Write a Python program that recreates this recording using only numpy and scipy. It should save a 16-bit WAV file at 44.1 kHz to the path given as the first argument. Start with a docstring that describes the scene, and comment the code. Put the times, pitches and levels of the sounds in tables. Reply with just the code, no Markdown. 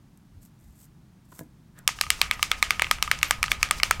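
"""A small plastic bottle, shaken about five times a second after being lifted off a table.
A mixing ball inside strikes cap and base in turn and grazes the wall between; each blow
briefly rings the stiff shell. Lotion swishes, a sleeve rustles and the quiet room answers.
A wide low rumble fades in behind the shaking."""
import sys
import numpy as np
from scipy import signal
from scipy.fft import rfft, irfft
from scipy.io import wavfile
from scipy.ndimage import uniform_filter1d

SR = 44100
rng = np.random.default_rng(int(sys.argv[2]) if len(sys.argv) > 2 else 0)


def log_audio(samples):
    """Write samples as a 16-bit WAV file to the path given in sys.argv[1]."""
    # one column per channel
    frames = np.atleast_2d(samples).T
    # limit to full scale, then quantise
    limited = np.clip(frames, -1, 1)
    pcm = np.round(limited * 32767).astype(np.int16)
    wavfile.write(sys.argv[1], SR, pcm)


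N = 176400


# Shell modes. Each row: frequency in Hz, t60 in seconds, cap-struck gain in dB, base-struck gain in dB.
SHELL_MODES = [(590, .014, -50, -34), (780, .01, -44, -36), (1010, .016, -35, -34), (1240, .024, -24, -22),
               (1680, .007, -20, -18), (1900, .008, -22, -29), (2150, .008, -26, -14),
               (2290, .008, -19, -20), (2680, .005, -10, -25), (3080, .006, -18, -25),
               (3430, .006, -28, -19), (4150, .004, -18, -23), (5400, .003, -15, -21),
               (8800, .002, -20, -19)]
# Contact crack spectrum. Each row: frequency in Hz, gain in dB.
CRACK_SPECTRUM = [(200, -8), (600, -16), (1500, -5), (3500, 0), (6500, 1), (9600, -1), (10400, -10),
                  (11400, -3), (13500, -8), (16000, -11)]

def shell_blow(end, detune=0.024, scatter_db=3.65, spread_s=0.00041, contact_s=0.0006):
    """One unit-energy blow: a crack plus short shell modes. 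end runs from 0 (cap) to 1 (base)."""
    t = np.arange(SR // 20) / SR
    hz, t60, cap_db, base_db = np.array(SHELL_MODES).T[:, :, None]
    pitch_draw, gain_draw = rng.standard_normal((2, len(SHELL_MODES), 1))
    age = np.maximum(t - spread_s * rng.random((len(SHELL_MODES), 1)), 0)
    gain = amp(cap_db + end * (base_db - cap_db) + scatter_db * gain_draw)
    ring = (gain * fade(age, t60) * np.sin(2 * np.pi * hz * (1 + detune * pitch_draw) * age)).sum(0)
    crack = amp(-21.5 + 6.5 * end) * noise(CRACK_SPECTRUM, len(t)) * fade(t, t60=0.0083)
    attack = 1 - np.exp(-t / contact_s)
    blow = np.pad((ring + crack) * attack, (SR // 1000, 0))
    # The small shell radiates little bass.
    blow = signal.sosfilt(signal.butter(2, 800, "highpass", fs=SR, output="sos"), blow)
    return blow / np.linalg.norm(blow)


# Ball strikes. Each row: start in seconds, level in dB, end (0 cap to 1 base), body in dB, treble in dB.
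STRIKES = [(1.877, 4, 0.63, -1.5, 8.5), (2.0117, -1.5, 0.13, 5.3, 11), (2.1034, 7, 0.73, -8, 4),
           (2.2153, 9.9, 0.098, -4.2, -0.5), (2.3116, 8, 1, -6, -8), (2.428, 5.5, 0.16, -3.5, 5),
           (2.5154, 9, 1, -5, -7), (2.6267, 9.5, 0, -4.5, 0), (2.7067, 10, 0.74, -8, -7.2),
           (2.7957, 4, 0.36, -3.5, -9.5), (2.8202, 8, 0.61, -0.5, -7), (2.9118, 7.0, 1, 2.5, 2.5),
           (3.0258, 3.5, 0.19, -2.3, 4.5), (3.1142, 10, 0.42, -6.8, -2.5), (3.2298, 10, 0, -16.5, 0.5),
           (3.309, 7.5, 1, 1.5, -0.5), (3.429, 4.5, 0, -2.5, 4), (3.5168, 8, 0.74, -4, -4.2),
           (3.6294, 9.5, 0.16, -11, -0.8), (3.71, 8.5, 1, -2.8, -1.9), (3.8327, 9.5, 0.11, -7, 1),
           (3.91, 9, 1, 1.5, -3)]
# Room echo spectrum of a strike. Each row: frequency in Hz, gain in dB.
ECHO_SPECTRUM = [(150, -9), (400, -11.5), (600, -10.5), (1000, -8.5), (1250, 0), (1550, -3), (2300, 4),
                 (3000, 1), (4000, -3.5), (6500, -5), (9000, -11.5), (10500, -16.5), (12500, -18),
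                 (16000, -34)]
# Lingering tones. Each row: frequency in Hz, t60 in seconds, cap gain in dB, base gain in dB.
LINGERING_TONES = [(1250, .4, -54, -48), (2270, .35, -56, -55)]

def ball_strikes(lead_s=0.00116, direct_db=3.0, echo_db=-36.5, body_hz=1500):
    """The ball hits cap and base in turn: a hard click, the room's echo, two faint lingering tones."""
    out, t = np.zeros(N), np.arange(SR // 3) / SR
    for start, db, end, body_db, treble_db in STRIKES:
        click = shell_blow(end)
        click = click + (amp(body_db) - 1) * lowpass(click, body_hz)
        add(out, start - lead_s, amp(db + direct_db) * treble_shelf(click, treble_db))
        tones = sum(amp(cap_db + end * (base_db - cap_db)) * fade(t, t60) * np.sin(2 * np.pi * hz * t)
                    for hz, t60, cap_db, base_db in LINGERING_TONES)
        echo = amp(echo_db) * treble_shelf(room_tail(ECHO_SPECTRUM), treble_db)
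        add(out, start, amp(db) * (echo + tones))
    return out


# Wall grazes. Each row: start in seconds, level in dB, centre in Hz.
WALL_GRAZES = [(1.89, -5.5, 830), (1.988, -15, 1600), (2.037, -10, 1320), (2.066, -13.5, 1350),
               (2.192, -24, 805), (2.261, -20, 1600), (2.394, -13, 1050), (2.844, -5, 2830),
               (2.868, -10, 1600), (2.985, -16, 1330), (3.045, -18, 1200), (3.077, -5.5, 1580),
               (3.189, -15.5, 6240), (3.214, -18, 2380), (3.44, -0.5, 1470), (3.461, -12, 4640),
               (3.481, -9, 1500), (3.615, -22, 2200), (3.688, -20, 5000), (3.800, -5, 2110),
               (3.977, -36, 6000), (3.9985, -5.5, 1910)]

def ball_grazes(lead_s=0.001186, gain_db=3, broadband_db=-15):
    """Between strikes the ball touches the wall with small, narrower-band ticks."""
    out = np.zeros(N)
    for start, db, hz in WALL_GRAZES:
        blow = shell_blow(end=0.32)
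        tick = bandpass(blow, hz, q=2.2) + amp(broadband_db) * blow
        add(out, start - lead_s, amp(db + gain_db) * room(tick / np.linalg.norm(tick)))
    return out


# Lotion spectrum. Each row: frequency in Hz, gain in dB.
LOTION_SPECTRUM = [(200, -1), (500, 2), (1300, -2), (2400, 0), (5000, 6), (9000, 0), (16000, -12)]

def lotion(t, start_s=1.94, rise_s=0.033, level_db=-52, wander_db=5.5):
    """Lotion swishes unevenly once the shaking is under way."""
    onset = np.clip((t - start_s) / rise_s, 0, 1)
    return amp(level_db + wander_db * wander(rate_hz=40)) * onset * noise(LOTION_SPECTRUM)


# Lift-off knocks. Each row: start in seconds, ring level in dB, tick level in dB.
LIFT_KNOCKS = [(1.392, -41, -30.5), (1.409, -35.5, -55)]
# Tabletop modes. Each row: frequency in Hz, t60 in seconds, gain in dB.
TABLE_MODES = [(148, 0.065, 2), (256, 0.19, -5), (306, 0.18, -6), (493, 0.039, -2), (657, 0.062, -7),
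               (980, 0.04, -9.5), (1680, 0.067, -16)]

def table_knocks(tick_t60_s=0.0076):
    """The bottle knocks the table as it lifts: a tick and the ring of the tabletop."""
    out, t = np.zeros(N), np.arange(SR // 4) / SR
    for start, ring_db, tick_db in LIFT_KNOCKS:
        ring = sum(amp(db) * fade(t, t60) * np.sin(2 * np.pi * hz * t) * rng.choice([-1, 1])
                   for hz, t60, db in TABLE_MODES)
        tick = noise([(500, -10), (1500, 0.5), (4000, -9), (16000, -11.5)], len(t)) * fade(t, tick_t60_s)
        add(out, start, amp(ring_db) * ring + amp(tick_db) * tick)
    return out


# Scuffs. Each row: centre in seconds, half length in seconds, level in dB, resonance in Hz.
FINGER_SCUFFS = [(1.326, 0.0033, -46, 1110), (1.383, 0.019, -63, 1300), (1.785, 0.017, -55, 1640)]

def finger_scuffs(t, relative_bandwidth=0.22, hiss_db=-7):
    """Fingers rub the plastic: brief friction noise with one resonance."""
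    out = np.zeros(N)
    for centre, half_length, db, hz in FINGER_SCUFFS:
        rub = noise([(300, 8), (1800, -11), (5000, -12), (16000, -24)])
        body = bandpass(rub, hz, q=1 / relative_bandwidth)
        out += amp(db) * swell(t, centre, half_length) * (body / body.std() + amp(hiss_db) * rub)
    return out


# Rustles. Each row: peak in seconds, rise in seconds, fall in seconds, level in dB.
SLEEVE_RUSTLES = [(0.175, 0.0016, 0.0032, -56), (0.437, 0.022, 0.036, -60), (.63, 0.043, 0.1, -70),
                  (0.841, 0.078, 0.022, -59), (1.255, .004, 0.0055, -67), (1.375, 0.059, 0.051, -54.5),
                  (1.785, 0.023, 0.013, -66), (1.79, .002, 0.002, -46)]
# Cloth spectrum. Each row: frequency in Hz, gain in dB.
CLOTH_SPECTRUM = [(1000, -14), (3000, -15), (5000, -12.5), (8000, -2.5), (10300, -9.5), (12500, -3),
                  (16000, -14)]

def sleeve(t, grain_db=4.0):
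    """Cloth rustles in soft, grainy swells."""
    envelope = sum(amp(db) * np.exp(-((t - peak) / np.where(t < peak, rise, fall)) ** 2)
                   for peak, rise, fall, db in SLEEVE_RUSTLES)
    return envelope * amp(grain_db * wander(rate_hz=320)) * noise(CLOTH_SPECTRUM)


# Bumps. Each row: centre in seconds, half length in seconds, level in dB.
HANDLING_BUMPS = [(0.377, 0.021, -41), (0.68, 0.034, -50)]

def handling_bumps(t):
    """Handling makes two soft, low bumps."""
    envelope = sum(amp(db) * swell(t, centre, half_length) for centre, half_length, db in HANDLING_BUMPS)
    return envelope * noise([(20, -29), (60, 6), (130, -12), (300, -38), (1000, -60)])


# Room spectrum for the softer sounds. Each row: frequency in Hz, gain in dB.
ROOM_SPECTRUM = [(150, 24), (1200, 15.5), (2400, 19), (7000, -1.5), (16000, 18.5)]

def room(x, wet_db=-17.5):
    """Direct sound plus the room's answer."""
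    tail = room_tail(ROOM_SPECTRUM)
    direct = np.arange(len(tail)) == 0
    return signal.fftconvolve(x, direct + amp(wet_db) * tail / np.linalg.norm(tail))


def room_tail(spectrum, low_t60_s=0.27, treble_t60_s=0.18, delay_s=0.004, build_s=0.0042):
    """Diffuse decay of a small room; the treble dies sooner."""
    t = np.arange(SR // 3) / SR
    diffuse = noise(spectrum, len(t))
    low = lowpass(diffuse, 2600)
    build = 1 - np.exp(-np.maximum(t - delay_s, 0) / build_s)
    return build * (low * fade(t, low_t60_s) + (diffuse - low) * fade(t, treble_t60_s))


# Rumble envelope. Each row: time in seconds, level in dB.
RUMBLE_ENVELOPE = [(1.7, -105), (1.82, -54), (2.1, -45), (2.3, -43), (2.6, -46), (3.0, -41.5), (3.5, -40),
                   (3.95, -38.5)]
# Rumble spectra, mid and side. Each row: frequency in Hz, gain in dB.
RUMBLE_MID_SPECTRUM = [(15, -3), (33, 0.5), (60, 1), (110, -8), (200, -15), (400, -31), (1000, -20),
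                       (4000, -45), (16000, -52)]
RUMBLE_SIDE_SPECTRUM = [(20, -16), (60, -2.5), (130, 2.5), (250, -4.5), (500, -9.5), (1000, -12),
                        (4000, -25), (8000, -24), (16000, -45)]
# Squeals. Each row: centre in seconds, half length in seconds, level in dB.
HIGH_SQUEALS = [(2.38, 0.033, -64), (3.286, .035, -48)]

def rumble(t, side_db=-15.5, squeal_hz=12750):
    """A wide rumble with a little hiss fades in, carrying two faint high squeals."""
    mid = noise(RUMBLE_MID_SPECTRUM)
    side = amp(side_db) * noise(RUMBLE_SIDE_SPECTRUM)
    envelope = amp(np.interp(t, *np.array(RUMBLE_ENVELOPE).T))
    whistle = bandpass(rng.standard_normal((2, N)), squeal_hz, q=30)
    whistle = bandpass(whistle, squeal_hz, q=30)
    swells = sum(amp(db) * swell(t, centre, half_length) for centre, half_length, db in HIGH_SQUEALS)
    return envelope * np.array([mid + side, mid - side]) + swells * whistle / whistle.std()


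# Quiet room spectrum. Each row: frequency in Hz, gain in dB.
FLOOR_SPECTRUM = [(20, -24), (40, -4), (70, -9.5), (130, -1), (180, -2.5), (300, -13), (470, -27),
                  (900, -26.5), (1300, -29), (2700, -35.5), (6000, -38.5), (16000, -45)]

def room_noise(level_db=-54, wander_db=0.4):
    """Quiet room noise with slightly wavering bass."""
    air = noise(FLOOR_SPECTRUM)
    waver = wander_db * np.log(10) / 20 * wander(rate_hz=12)
    return amp(level_db) * (air + waver * lowpass(air, 280))


def amp(db):
    """Decibels to gain."""
    return 10 ** (np.asarray(db) / 20)


def fade(t, t60):
    """Exponential decay, 60 dB down at t60."""
    return np.exp(-np.log(1000) * np.maximum(t, 0) / t60)


def swell(t, centre_s, half_length_s):
    """Gaussian rise and fall."""
    return np.exp(-.5 * ((t - centre_s) / half_length_s) ** 2)


def wander(rate_hz):
    """Smooth random drift, spread near 1."""
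    hold = int(SR / rate_hz)
    steps = np.repeat(rng.standard_normal(N // hold + 1), hold)
    return uniform_filter1d(steps, hold)[:N]


def noise(spectrum, size=N):
    """Unit-rms noise shaped by (Hz, dB) points."""
    hz, db = np.array(spectrum, float).T
    bin_hz = np.maximum(np.fft.rfftfreq(size, 1 / SR), 1)
    gain = amp(np.interp(np.log(bin_hz), np.log(hz), db))
    x = irfft(rfft(rng.standard_normal(size)) * gain, size)
    return x / x.std()


def lowpass(x, hz):
    """Gentle zero-phase low-pass."""
    return signal.sosfiltfilt(signal.butter(2, hz, fs=SR, output="sos"), x, padtype=None)


def bandpass(x, hz, q):
    """One resonance, unity gain at centre."""
    return signal.lfilter(*signal.iirpeak(hz, q, fs=SR), x)


def treble_shelf(x, db, corner_hz=3500):
    """Raise or lower the treble."""
    return x + (amp(db) - 1) * (x - lowpass(x, corner_hz))


def add(out, start_s, x):
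    """Mix x into out at start_s."""
    i = int(start_s * SR)
    out[i:i + len(x)] += x[:max(N - i, 0)]


def scene():
    """Bottle and hand are centred and close; only the rumble and its squeals are wide."""
    t = np.arange(N) / SR
    ball = ball_strikes() + ball_grazes()
    soft_sounds = table_knocks() + finger_scuffs(t) + sleeve(t) + lotion(t)
    return ball + room(soft_sounds)[:N] + room_noise() + handling_bumps(t) + rumble(t)


def record(dry, top_hz=16200):
    """Soft-clip the tallest peaks, then low-pass steeply."""
    rounded = dry / (1 + dry ** 6) ** (1 / 6)
    return signal.sosfilt(signal.ellip(8, .2, 70, top_hz, fs=SR, output="sos"), rounded)


dry = scene()
out = record(dry)
log_audio(out)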